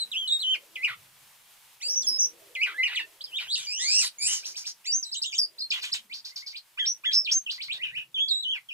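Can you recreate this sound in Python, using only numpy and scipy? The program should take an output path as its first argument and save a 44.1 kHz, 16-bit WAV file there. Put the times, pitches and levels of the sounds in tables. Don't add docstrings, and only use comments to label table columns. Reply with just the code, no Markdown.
import sys
import numpy as np
from scipy import signal
from scipy.fft import rfft, irfft, next_fast_len
from scipy.io import wavfile
from scipy.ndimage import uniform_filter1d, map_coordinates

SR = 44100
rng = np.random.default_rng(int(sys.argv[2]) if len(sys.argv) > 2 else 0)


def bounce(signal):
    frames = np.transpose(np.atleast_2d(signal))
    limited = np.clip(frames, -1, 1)
    pcm = np.round(limited * 32767).astype(np.int16)
    wavfile.write(sys.argv[1], SR, pcm)


N = 384993
TIME = np.arange(N) / SR
TOP_HZ = 15500

# (frequency [Hz], level [dB])
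HISS_SPECTRUM = [(30, -6), (300, -13.5), (600, -4.5), (900, 2.5), (1400, -0.5), (2900, 2.5), (4300, -0.5),
                 (6500, -2.5), (9300, -1), (12000, -1.5), (15000, -4)]
# (time [s], level [dB])
HISS_LEVEL = [(2.4, -57), (4.8, -62), (6.7, -63), (8.6, -65)]
# (time [s], level [dB])
HUM_LEVEL = [(0.0, -78), (0.8, -86), (0.92, -63), (1.51, -86), (2.11, -74), (2.72, -86), (3.43, -81),
             (3.55, -67), (4.13, -102), (4.25, -60.5), (4.33, -88), (7.37, -86.5), (7.93, -67), (8.19, -82),
             (8.71, -84)]
# (time [s], level [dB])
DRONE_LEVEL = [(0.0, -70), (1.85, -92.5), (2.09, -60), (2.14, -65.5), (2.84, -108), (3.67, -84),
               (5.71, -91), (6.1, -68), (6.44, -100.5), (7.27, -79.5), (8.68, -91.5)]
# (time [s], level [dB])
PATCHY_LEVEL = [(0.0, -68), (0.24, -78), (0.56, -63.5), (1.8, -97), (1.87, -59), (4.33, -77.5), (4.45, -64),
                (4.62, -82), (5.35, -85), (5.4, -66.5), (6.54, -93), (7.27, -68.5), (7.66, -90),
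                (7.76, -68.5), (8.49, -89)]
# (left delay [ms], right delay [ms], level [dB])
REFLECTIONS = [(2.09, 2.09, -22), (2.88, 4.26, -24), (7.8, 6.4, -19), (10.4, 10.45, -19), (15.4, 14.7, -22)]
# (time [s], lag [ms])
LEFT_LAG = [(3.5, 0.077), (5.8, 0.15)]
# (start [s], length [s], entry pitch [Hz],
# dip pitch [Hz], time to crest [s], crest pitch [Hz], end pitch [Hz], crest level [dB])
WHISTLES = [(0.116, 0.16, 3900, 2540, 0.065, 3334, 2920, -22.5),
            (0.27, 0.11, 4290, 3470, 0.056, 3820, 3730, -18),
            (0.413, 0.15, 4236, 3006, 0.12, 3124, 2038, -19.5),
            (8.144, 0.14, 3505, 3040, 0.073, 3430, 3335, -19.5),
            (8.284, 0.13, 4730, 3735, 0.0206, 3803, 3906, -17.5),
            (8.425, 0.16, 4140, 2930, 0.097, 3270, 1986, -23),
            (8.688, 0.099, 3290, 2426, 0.049, 3100, 2850, -29)]
# (onset time [s], length [s], onset pitch [Hz], held pitch [Hz],
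# onset level [dB], held level [dB], end level [dB])
PEEPS = [(1.891, 0.058, 5386, 5750, -22, -24.5, -25), (1.965, .046, 5950, 5900, -19, -22, -21),
         (2.076, 0.097, 5440, 5154, -18, -23, -21.5), (2.196, 0.068, 6020, 5800, -16, -18, -21),
         (4.927, 0.089, 5640, 6278, -20, -19, -39.5), (5.387, 0.068, 5470, 4840, -15, -21, -27.5),
         (6.87, 0.0548, 5500, 5836, -21, -20.5, -22.5), (7.136, 0.11, 5160, 5342, -17, -15, -39.5),
         (7.321, 0.062, 5400, 6340, -16, -21.5, -20)]
# (time of top [s], rise [s], length after top [s], top pitch [Hz],
# time to dip [s], dip pitch [Hz], settled pitch [Hz], top level [dB], settled level [dB])
SCOOPS = [(2.017, 0.0042, .048, 6000, 0.014, 3480, 3400, -22, -38),
          (3.243, .002, 0.075, 5210, 0.014, 3785, 3200, -23, -47),
          (5.029, 0.0018, 0.075, 5980, 0.02, 3826, 4100, -22.5, -35.5),
          (5.129, 0.014, 0.067, 5500, 0.023, 2760, 4014, -27, -29),
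          (5.228, 0.011, .073, 5560, 0.013, 2590, 3650, -20.5, -28.5),
          (5.312, .002, 0.07, 3610, 0.02, 2200, 3485, -42, -30.5),
          (7.249, .002, 0.064, 4600, 0.029, 2300, 3500, -30, -23)]
# (time of top [s], lead-in [s], first pitch [Hz],
# lead-in level [dB], top pitch [Hz], top level [dB], tail [s], tail pitch [Hz], rasp [0-1])
CHIPS = [(4.46, 0.035, 2185, -40.5, 5900, -29.5, 0.072, 5640, 0.74),
         (4.571, 0.036, 2100, -44.5, 5890, -29.5, 0.064, 5620, 0.73),
         (4.669, .036, 2115, -42, 5940, -27, 0.052, 5470, 0.6),
         (6.142, 0.045, 2050, -36, 5000, -33, 0.066, 4690, 0.46),
         (6.253, 0.009, 3200, -37, 5400, -33, .063, 4780, 0.62),
         (6.361, 0.0061, 4000, -55, 5600, -30, .062, 4780, 0.53),
         (6.466, 0.014, 3800, -62, 5400, -31.5, 0.063, 4680, 0.33),
         (6.572, 0.043, 2050, -37, 5100, -34.5, 0.028, 4245, 0.3),
         (7.516, 0.038, 2500, -24.5, 5200, -30, .063, 4480, 0.54),
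         (7.63, 0.054, 1950, -33.5, 5200, -31, 0.052, 4260, 0.42),
         (7.732, 0.059, 2050, -27, 4200, -29, .05, 3600, 0.35),
         (7.839, 0.062, 1750, -37.5, 3150, -25.5, 0.069, 2703, 0.09),
         (7.972, 0.066, 1650, -40.5, 3100, -26.5, 0.061, 2735, 0.06)]
# (time of crest [s], rise [s], foot pitch [Hz], crest pitch [Hz],
# crest level [dB], tail [s], base pitch of tail [Hz], tail level [dB], rasp [0-1], crest to rasp [s])
CHACKS = [(3.377, 0.06, 2520, 3790, -23.5, 0.1, 2734, -30, 0.45, 0.023),
          (3.546, 0.068, 2976, 4700, -20, 0.12, 3170, -29, 0.37, 0.0292),
          (5.706, 0.003, 5394, 5300, -22, 0.098, 2842, -23.5, 0.46, 0.026),
          (5.826, 0.016, 4590, 4700, -32, .085, 3080, -31, 0.64, -0.0127),
          (5.932, 0.015, 3610, 5650, -19.5, 0.066, 3194, -30.5, 0.49, .007)]
# (time of crest [s], lead-in [s],
# lead-in level [dB], crest pitch [Hz], crest level [dB], tail [s])
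CHEWS = [(.849, .093, -38.5, 2729, -16.5, .1), (2.635, .084, -30.5, 2785, -16.5, .105)]
# (start [s], length [s], start pitch [Hz], end pitch [Hz], level [dB])
GLIDES = [(0.0, .035, 4180, 3916, -25), (0.392, 0.01813, 3770, 4327, -29), (3.208, .012, 2969, 4903, -33.5),
          (7.463, .015, 3172, 2534, -29.5)]
# (start [s], base pitch [Hz], base level [dB])
YELPS = [(1.803, 4680, -34), (4.843, 4711, -32)]
WHEETS = [(6.775, 3259, -16.5), (7.038, 3313, -16)]
# (time from the start [s], share of base pitch, level over base [dB])
YELP_SHAPE = [(0, .5, -18.5), (.029, 0.98, 1), (.073, 1, 8)]
YELP_LOW_SHAPE = [(.011, .42, -10), (.032, .56, -3.5), (.076, .62, -20)]
WHEET_SHAPE = [(0, .69, -20.5), (.022, 1.07, -7.5), (.036, 1, -1.5), (.072, .97, -13), (.085, 1.2, -9)]
WHEET_LOW_SHAPE = [(-.003, 0.3, -37.5), (.022, .64, -11.5), (.035, 0.557, -20.5), (.074, .49, -28),
                   (.088, .8, -22.5), (.098, 1.4, -19.5), (.118, 1.1, -35)]
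# (time [s], pitch [Hz], level [dB])
CHURR = [(2.743, 1600, -38.5), (2.775, 1780, -40), (2.786, 2020, -26.5), (2.803, 2050, -20),
         (2.829, 2072, -22.5), (2.836, 2988, -17.5), (2.866, 2727, -29), (2.888, 2654, -37.5),
         (2.944, 2636, -30.5)]
UNDER_CHURR = [(2.832, 2200, -26), (2.845, 1900, -33), (2.864, 2600, -22.5), (2.886, 1850, -33.5),
               (2.94, 1900, -52)]
SWOOP = [(2.953, 4900, -37), (2.961, 3600, -25.5), (2.975, 2850, -23), (2.994, 2950, -31),
         (3.005, 2700, -26.5), (3.037, 2665, -41)]
UNDER_SWOOP = [(2.948, 2150, -26), (2.958, 1850, -40), (2.973, 2750, -27), (3, 1790, -30),
               (3.04, 1816, -45)]
SCREECH = [(3.668, 2307, -41), (3.71, 2474, -38), (3.78, 3008, -33), (3.85, 4303, -28.5),
           (3.92, 5052, -19.5), (3.995, 5730, -17), (4.022, 4986, -24), (4.045, 4356, -26.5),
           (4.082, 4340, -31)]
UNDER_SCREECH = [(3.794, 1830, -41), (3.852, 2117, -32.5), (3.92, 2532, -31.5), (3.994, 2836, -26),
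                 (4.024, 2450, -34.5), (4.051, 1800, -35.5)]
SCOLD = [(4.183, 4450, -58), (4.224, 4780, -25), (4.267, 5050, -27.5), (4.279, 5680, -31),
         (4.334, 6490, -23.5), (4.37, 5970, -29.5), (4.426, 5016, -46.5)]
UNDER_SCOLD = [(4.184, 2200, -42), (4.263, 2550, -33.5), (4.278, 2850, -30.5), (4.336, 3100, -32),
               (4.401, 2900, -48)]
TWEET = [(5.583, 3820, -37), (5.592, 4877, -35), (5.605, 5170, -26.5), (5.615, 3900, -30),
         (5.626, 4400, -24), (5.646, 4204, -34.5), (5.679, 4194, -51)]
# (start [s], length [s], start pitch [Hz], end pitch [Hz], end level [dB])
JOINS = [(0.151, 0.035, 2250, 3226, -29.5), (6.311, 0.014, 1925, 2100, -48.5),
         (6.417, 0.016, 1866, 2225, -39.5), (8.178, 0.024, 2406, 3324, -19)]
# (start [s], end [s], rasp [0-1])
RASPS = [(0.545, .582, 0.1), (2.875, 2.95, 0.3), (2.99, 3.039, 0.17), (3.81, 4.02, 0.13),
         (4.02, 4.092, 0.85), (4.215, 4.273, 0.1), (4.273, 4.432, 0.7), (7.11, 7.16, .13),
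         (7.3, 7.345, 0.24), (8.55, 8.594, 0.13)]
# (start [s], end [s], rate [Hz], depth [share of the pitch])
TRILLS = [(.465, .53, 26, .025), (1.882, 1.958, 80, .07), (2.083, 2.105, 52, .08),
          (2.199, 2.26, 43.5, .075), (2.89, 2.948, 70, .15), (3.5, 3.55, 140, .1), (3.705, 4.03, 115, .065),
          (4.215, 4.37, 100, .085), (4.92, 4.99, 120, .035), (5.16, 5.205, 45, .06),
          (5.252, 5.304, 42, .09), (5.385, 5.46, 55, .055), (5.346, 5.376, 40, .08),
          (6.872, 6.92, 130, .025), (7.14, 7.22, 110, .022), (7.853, 7.915, 65, .11),
          (7.983, 8.035, 65, .1), (8.447, 8.535, 34, .04)]
# (time [s], throat resonance [Hz], level of overtones and sizzle [dB])
THROAT = [(.3, 3300, 3), (.5, 3350, 3), (.85, 2080, 6.5), (1.82, 5800, -3), (1.9, 5720, 18),
          (1.97, 5800, -9), (2.05, 5800, 12), (2.085, 5740, 20.5), (2.14, 6060, 1), (2.3, 6050, 11),
          (2.55, 2390, 9.5), (2.8, 2203, 5.5), (3.35, 3100, -1), (3.7, 5190, 13), (3.95, 5753, -3.5),
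          (4.1, 6250, 6), (4.24, 9720, -2.5), (4.33, 6650, -3.5), (4.45, 4450, 3), (4.9, 5750, -1),
          (5.05, 5400, -3.5), (5.16, 5600, 1), (5.33, 4740, 6), (5.39, 4870, 18.5), (5.6, 4570, -5),
          (5.72, 4574, 1), (5.75, 3414, 2.5), (5.83, 4675, 3), (5.95, 4300, 9.5), (6.15, 3199, -5.5),
          (7.8, 2956, -6), (8.2, 3400, -7), (8.33, 3264, -4.5), (8.5, 3204, -4)]
# (centre [Hz], Q, relative level [dB])
SIZZLE = [(8100, 1.1, -23), (10440, 10, -17.5), (13600, 10, -26), (14800, 14, -37)]


def undb(db):
    return 10 ** (np.asarray(db) / 20)


def curves(rows):
    times, *columns = np.transpose(rows)
    times = np.maximum.accumulate(times)
    return [np.interp(TIME, times, column) for column in columns]


def smooth(x, seconds):
    size = max(int(seconds * SR), 1)
    return uniform_filter1d(uniform_filter1d(x, size), size)


def during(start, end):
    return 1. * ((TIME >= start) & (TIME <= end))


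def resonance(hz, centre_hz, q):
    return 1 / np.sqrt(1 + (q * (hz / centre_hz - centre_hz / hz)) ** 2)


def noise(colour):
    size = next_fast_len(N)
    hz = np.maximum(np.fft.rfftfreq(size, 1 / SR), 1)
    spectrum = rfft(rng.standard_normal(size)) * colour(hz)
    x = irfft(spectrum, size)[:N]
    return x / x.std()


def band(centre_hz, q):
    return noise(lambda hz: resonance(hz, centre_hz, q) ** 2)


def background(hum_hz=132, drone_hz=222, drone_db=-2, rumble_hz=42, rumble_db=-21,
               patchy_hz=460, patchy_db=-4, side_db=-5):
    points_hz, points_db = np.transpose(HISS_SPECTRUM)

    def hiss_colour(hz):
        return undb(np.interp(np.log(hz), np.log(points_hz), points_db))

    spread = undb(side_db) * np.array([[1], [-1]])
    hiss_level, = curves(HISS_LEVEL)
    waver_db = band(4, .6)
    hiss = undb(hiss_level + waver_db) * (noise(hiss_colour) + spread * noise(hiss_colour))

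    hum_level, = curves(HUM_LEVEL)
    drone_level, = curves(DRONE_LEVEL)
    hum = undb(hum_level) * band(hum_hz, 2.3)
    drone = undb(drone_level + drone_db) * band(drone_hz, 3.5)
    rumble = undb(hum_level + rumble_db) * band(rumble_hz, .5)

    patchy_level, = curves(PATCHY_LEVEL)
    patchy, swell_db, q = 0, 4, 7
    for hz in patchy_hz * np.array([.72, .88, 1.05, 1.2, 1.4]):
        level = patchy_level + patchy_db + swell_db * band(3.36, 1.0)
        patchy = patchy + undb(level) * (band(hz, q) + spread * band(hz, q)) / 2
    return hiss + hum + drone + rumble + patchy


def echo(x, t60, db):
    t = TIME[:SR // 2]
    response = rng.standard_normal((2, len(t))) * undb(-60 * t / t60) * (t > .001)
    response *= undb(db) / np.sqrt(np.sum(response ** 2, axis=1, keepdims=True))
    return signal.fftconvolve(x[None], response, axes=1)[:, :N]


def reflections(x):
    def late(ms):
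        return np.pad(x, (round(ms * SR / 1000), 0))[:N]

    return sum(undb(db) * np.array([late(left_ms), late(right_ms)])
               for left_ms, right_ms, db in REFLECTIONS)



def place(shape, rows):
    return [[(s + after, hz * share, db + rel_db) for after, share, rel_db in shape]
            for s, hz, db in rows]


def whistles(drop_s=0.026, entry_db=-7, dip_db=-7, sag_db=-7, end_db=-14):
    return [[(s, entry, db + entry_db),
             (s + drop_s, dip, db + dip_db),
             (s + crest_s, crest, db),
             (s + (crest_s + length) / 2, (crest + end) / 2, db + sag_db),
             (s + length, end, db + end_db)]
            for s, length, entry, dip, crest_s, crest, end, db in WHISTLES]


def peeps(flick_s=0.0091, foot=0.96, foot_db=-8, settle=0.39):
    return [[(s - flick_s, foot * onset, onset_db + foot_db),
             (s, onset, onset_db),
             (s + settle * length, held, held_db),
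             (s + length, held, end_db)]
            for s, length, onset, held, onset_db, held_db, end_db in PEEPS]


def scoops(climb_per_s=20, fade_db_per_s=800, rebound_s=.02, dip_db=-4, end_db=-11, sag=0.92):
    return [[(s - rise_s, (1 - climb_per_s * rise_s) * top, top_db - fade_db_per_s * rise_s),
             (s, top, top_db),
             (s + dip_s, dip, db + dip_db),
             (s + dip_s + rebound_s, hz, db),
             (s + length, sag * hz, db + end_db)]
            for s, rise_s, length, top, dip_s, dip, hz, top_db, db in SCOOPS]


def chips(flick=0.47, creep=1.2, start_db=-12, plunge_s=0.0092, plunge=.9, plunge_db=-2,
          recover_s=0.011, tail_db=-3, end_db=-13, break_s=0.002, under_db=-7):
    notes, lows, rasps = [], [], []
    for s, lead_s, low, low_db, top, db, tail_s, tail, rasp in CHIPS:
        flick_start = s - flick * lead_s
        notes.append([(s - lead_s, low, low_db + start_db),
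                      (flick_start, creep * low, low_db),
                      (s, top, db),
                      (s + plunge_s, plunge * tail, db + plunge_db),
                      (s + recover_s, tail, db + tail_db),
                      (s + tail_s, tail, db + end_db)])
        lows.append([(flick_start, low, low_db + start_db), (s, top, db + under_db)])
        rasps.append((s + break_s, s + tail_s + break_s, rasp))
    return notes, lows, rasps


def chacks(foot_db=-20, shoulder_db=-7, plunge_s=0.013, plunge=0.85, plunge_db=1, recover_s=0.023,
           rebound=1.2, sag=0.92, end_db=-15, shake_hz=95, shake=.07):
    notes, rasps, trills = [], [], []
    for s, rise_s, foot, crest, db, tail_s, tail, tail_db, rasp, break_s in CHACKS:
        notes.append([(s - rise_s, foot, db + foot_db),
                      (s - rise_s / 2, (foot + crest) / 2, db + shoulder_db),
                      (s, crest, db),
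                      (s + plunge_s, plunge * tail, tail_db + plunge_db),
                      (s + (plunge_s + recover_s) / 2, plunge * tail, tail_db + plunge_db),
                      (s + recover_s, rebound * tail, tail_db),
                      (s + tail_s, sag * tail, tail_db + end_db)])
        rasps.append((s + break_s, s + tail_s, rasp))
        trills.append((s + recover_s, s + tail_s, shake_hz, shake))
    return notes, rasps, trills


def chews(entry=1.3, entry_db=-33, knee_s=.006, knee=0.91, knee_db=-27, drop_s=.017, hold=.74,
          shoulder=.84, swell_s=0.019, swell_db=9.5, shoulder_db=-11, tail=.74, end_db=-28,
          split_s=0.017, sink_s=.045, sinking=0.65, sunk=0.47, sunk_db=-19, low_end_db=-29,
          break_s=0.0303, rasp=.22, trill_hz=65, depth=0.086, tail_hz=52, tail_depth=0.1237):
    notes, lows, rasps, trills = [], [], [], []
    for s, lead_s, lead_db, hz, db, tail_s in CHEWS:
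        start, split, end = s - lead_s, s + split_s, s + tail_s
        notes.append([(start, entry * hz, entry_db),
                      (start + knee_s, knee * hz, knee_db),
                      (start + drop_s, hold * hz, lead_db),
                      (s - 2 * swell_s, hold * hz, lead_db),
                      (s - swell_s, shoulder * hz, lead_db + swell_db),
                      (s, hz, db),
                      (s + swell_s, shoulder * hz, db + shoulder_db),
                      (end, tail * hz, db + end_db)])
        lows.append([(split, shoulder * hz, db + shoulder_db),
                     (split + sink_s / 2, sinking * hz, db + sunk_db),
                     (split + sink_s, sunk * hz, db + sunk_db),
                     (end, sunk * hz, db + low_end_db)])
        rasps.append((s + break_s, end, rasp))
        trills.append((s - swell_s, s + swell_s, trill_hz, depth))
        trills.append((s + break_s, end, tail_hz, tail_depth))
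    return notes, lows, rasps, trills


def glides():
    return [[(s, start, db), (s + length, end, db)] for s, length, start, end, db in GLIDES]


def joins(join_db=-18, merge_s=0.027):
    return [[(s, start, db + join_db), (s + length, end, db), (s + length + merge_s, end, db + join_db)]
            for s, length, start, end, db in JOINS]


def song():
    chip_notes, chip_lows, chip_rasps = chips()
    chack_notes, chack_rasps, chack_trills = chacks()
    chew_notes, chew_lows, chew_rasps, chew_trills = chews()
    upper = (whistles() + peeps() + scoops() + chip_notes + chack_notes + chew_notes + glides()
             + place(YELP_SHAPE, YELPS) + place(WHEET_SHAPE, WHEETS)
             + [CHURR, SWOOP, SCREECH, SCOLD, TWEET])
    lower = (chew_lows + chip_lows + joins()
             + place(YELP_LOW_SHAPE, YELPS) + place(WHEET_LOW_SHAPE, WHEETS)
             + [UNDER_CHURR, UNDER_SWOOP, UNDER_SCREECH, UNDER_SCOLD])
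    rasps = RASPS + chip_rasps + chack_rasps + chew_rasps
    trills = TRILLS + chew_trills + chack_trills

    def start(note):
        return note[0][0]

    return sorted(upper, key=start), sorted(lower, key=start), rasps, trills


def gestures(notes, glide_s, fade_s):
    hz, db = curves([point for note in notes for point in note])
    sounding = sum(during(note[0][0], note[-1][0]) for note in notes)
    return smooth(hz, glide_s), smooth(undb(db) * np.minimum(sounding, 1), fade_s)


def sweeps(cycles):
    return signal.sawtooth(2 * np.pi * cycles, .25)


def trilling(trills, ragged_hz=120, pace=.12, depth=.25):
    swing, hurry, force = np.zeros(N), band(45, .7), band(70, .7)
    for start, end, rate, share in trills:
        inside = slice(int(start * SR), int(end * SR))
        ragged = min(rate / ragged_hz, 1) ** 2
        cycles = np.cumsum(rate * (1 + pace * ragged * hurry[inside])) / SR
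        swing[inside] += share * (1 + depth * ragged * force[inside]) * sweeps(cycles)
    return smooth(swing, .0007)


def syrinx(hz, rasp, flutter_hz=840, waver=.006, stutter_hz=120, stutter_depth=.2,
           flutter_depth=.5, throb=.2, shake=.4):
    stutter = sweeps(np.cumsum(stutter_hz * (1 + .35 * band(60, .8))) / SR)
    flutter = np.tanh(rasp / .25) * band(flutter_hz, 5)
    pitch = hz * (1 + waver * band(50, .6) + stutter_depth * rasp * stutter)
    size = 1 + throb * flutter + shake * rasp * band(flutter_hz, .6)
    phase = 2 * np.pi * np.cumsum(pitch) / SR + flutter_depth * flutter
    return phase, size


def rushing_air(rasp, throat_hz, bright_db, air_db=-14.0, air_hz=3500, air_q=0.35, sizzle_q=0.56):
    sizzle = sum(undb(db) * resonance(centre, throat_hz, sizzle_q) ** 2 * band(centre, q)
                 for centre, q, db in SIZZLE)
    return rasp * (undb(air_db) * band(air_hz, air_q) + undb(bright_db) * sizzle)


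def starling(second_db=-12, third_db=-27, sum_db=-9, upper_sum_db=-22, low_second_db=-5, throat_q=3,
             beak_hz=7850, beak_q=7, beak_db=13, overtone_db=-7, dull_hz=9200, lowest_hz=720):
    upper, lower, rasps, trills = song()
    trill = trilling(trills)
    rasp = smooth(sum(amount * during(start, end) for start, end, amount in rasps), 0.008)
    hz, loud = gestures(upper, glide_s=0.003, fade_s=0.0019)
    low_hz, low_loud = gestures(lower, glide_s=0.004, fade_s=0.002)
    phase, size = syrinx(hz * (1 + trill), rasp)
    low_phase, low_size = syrinx(low_hz * (1 + .6 * trill), .3 * rasp)
    throat_hz, bright_db = curves(THROAT)

    def lift(partial_hz, base_hz):
        beak = undb(overtone_db) * (1 + undb(beak_db) * resonance(partial_hz, beak_hz, beak_q) ** 2)
        beak = beak / np.sqrt(1 + (partial_hz / dull_hz) ** 10)
        throat = resonance(partial_hz, throat_hz, throat_q) / resonance(base_hz, throat_hz, throat_q)
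        return beak * undb(bright_db) * throat

    main = np.sin(phase)
    flicker = undb(3 * band(90, .6))
    for k, db in enumerate([second_db, third_db], 2):
        overtone = np.sin(k * phase) * (k * hz < TOP_HZ)
        main = main + undb(db) * flicker * lift(k * hz, hz) * overtone
    octave = np.tanh(rasp / 0.23) * np.sin(2 * low_phase)
    low = np.sin(low_phase) + undb(low_second_db) * octave
    for k, db in enumerate([sum_db, upper_sum_db], 1):
        low = low + undb(db) * lift(k * hz + low_hz, low_hz) * np.sin(k * phase + low_phase)

    air = rushing_air(rasp, throat_hz, bright_db)
    voice = np.sqrt(2) * (loud * (size * main + air) + low_loud * low_size * low)
    return signal.sosfilt(signal.butter(3, lowest_hz, "high", fs=SR, output="sos"), voice)


def scene(left_db=-4.5, right_db=-3.5):
    bird = starling()
    caged = bird + echo(bird, t60=0.0078, db=-11.5)[0]
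    lag_ms, = curves(LEFT_LAG)
    left = map_coordinates(caged, [np.arange(N) - lag_ms * SR / 1000], order=3)
    direct = np.array([undb(left_db) * left, undb(right_db) * caged])
    room = echo(bird, t60=0.13, db=-10.5)
    return direct + reflections(bird) + room + background()


def record(dry):
    return signal.sosfilt(signal.ellip(10, .2, 80, TOP_HZ, fs=SR, output="sos"), dry)


dry = scene()
out = record(dry)
bounce(out)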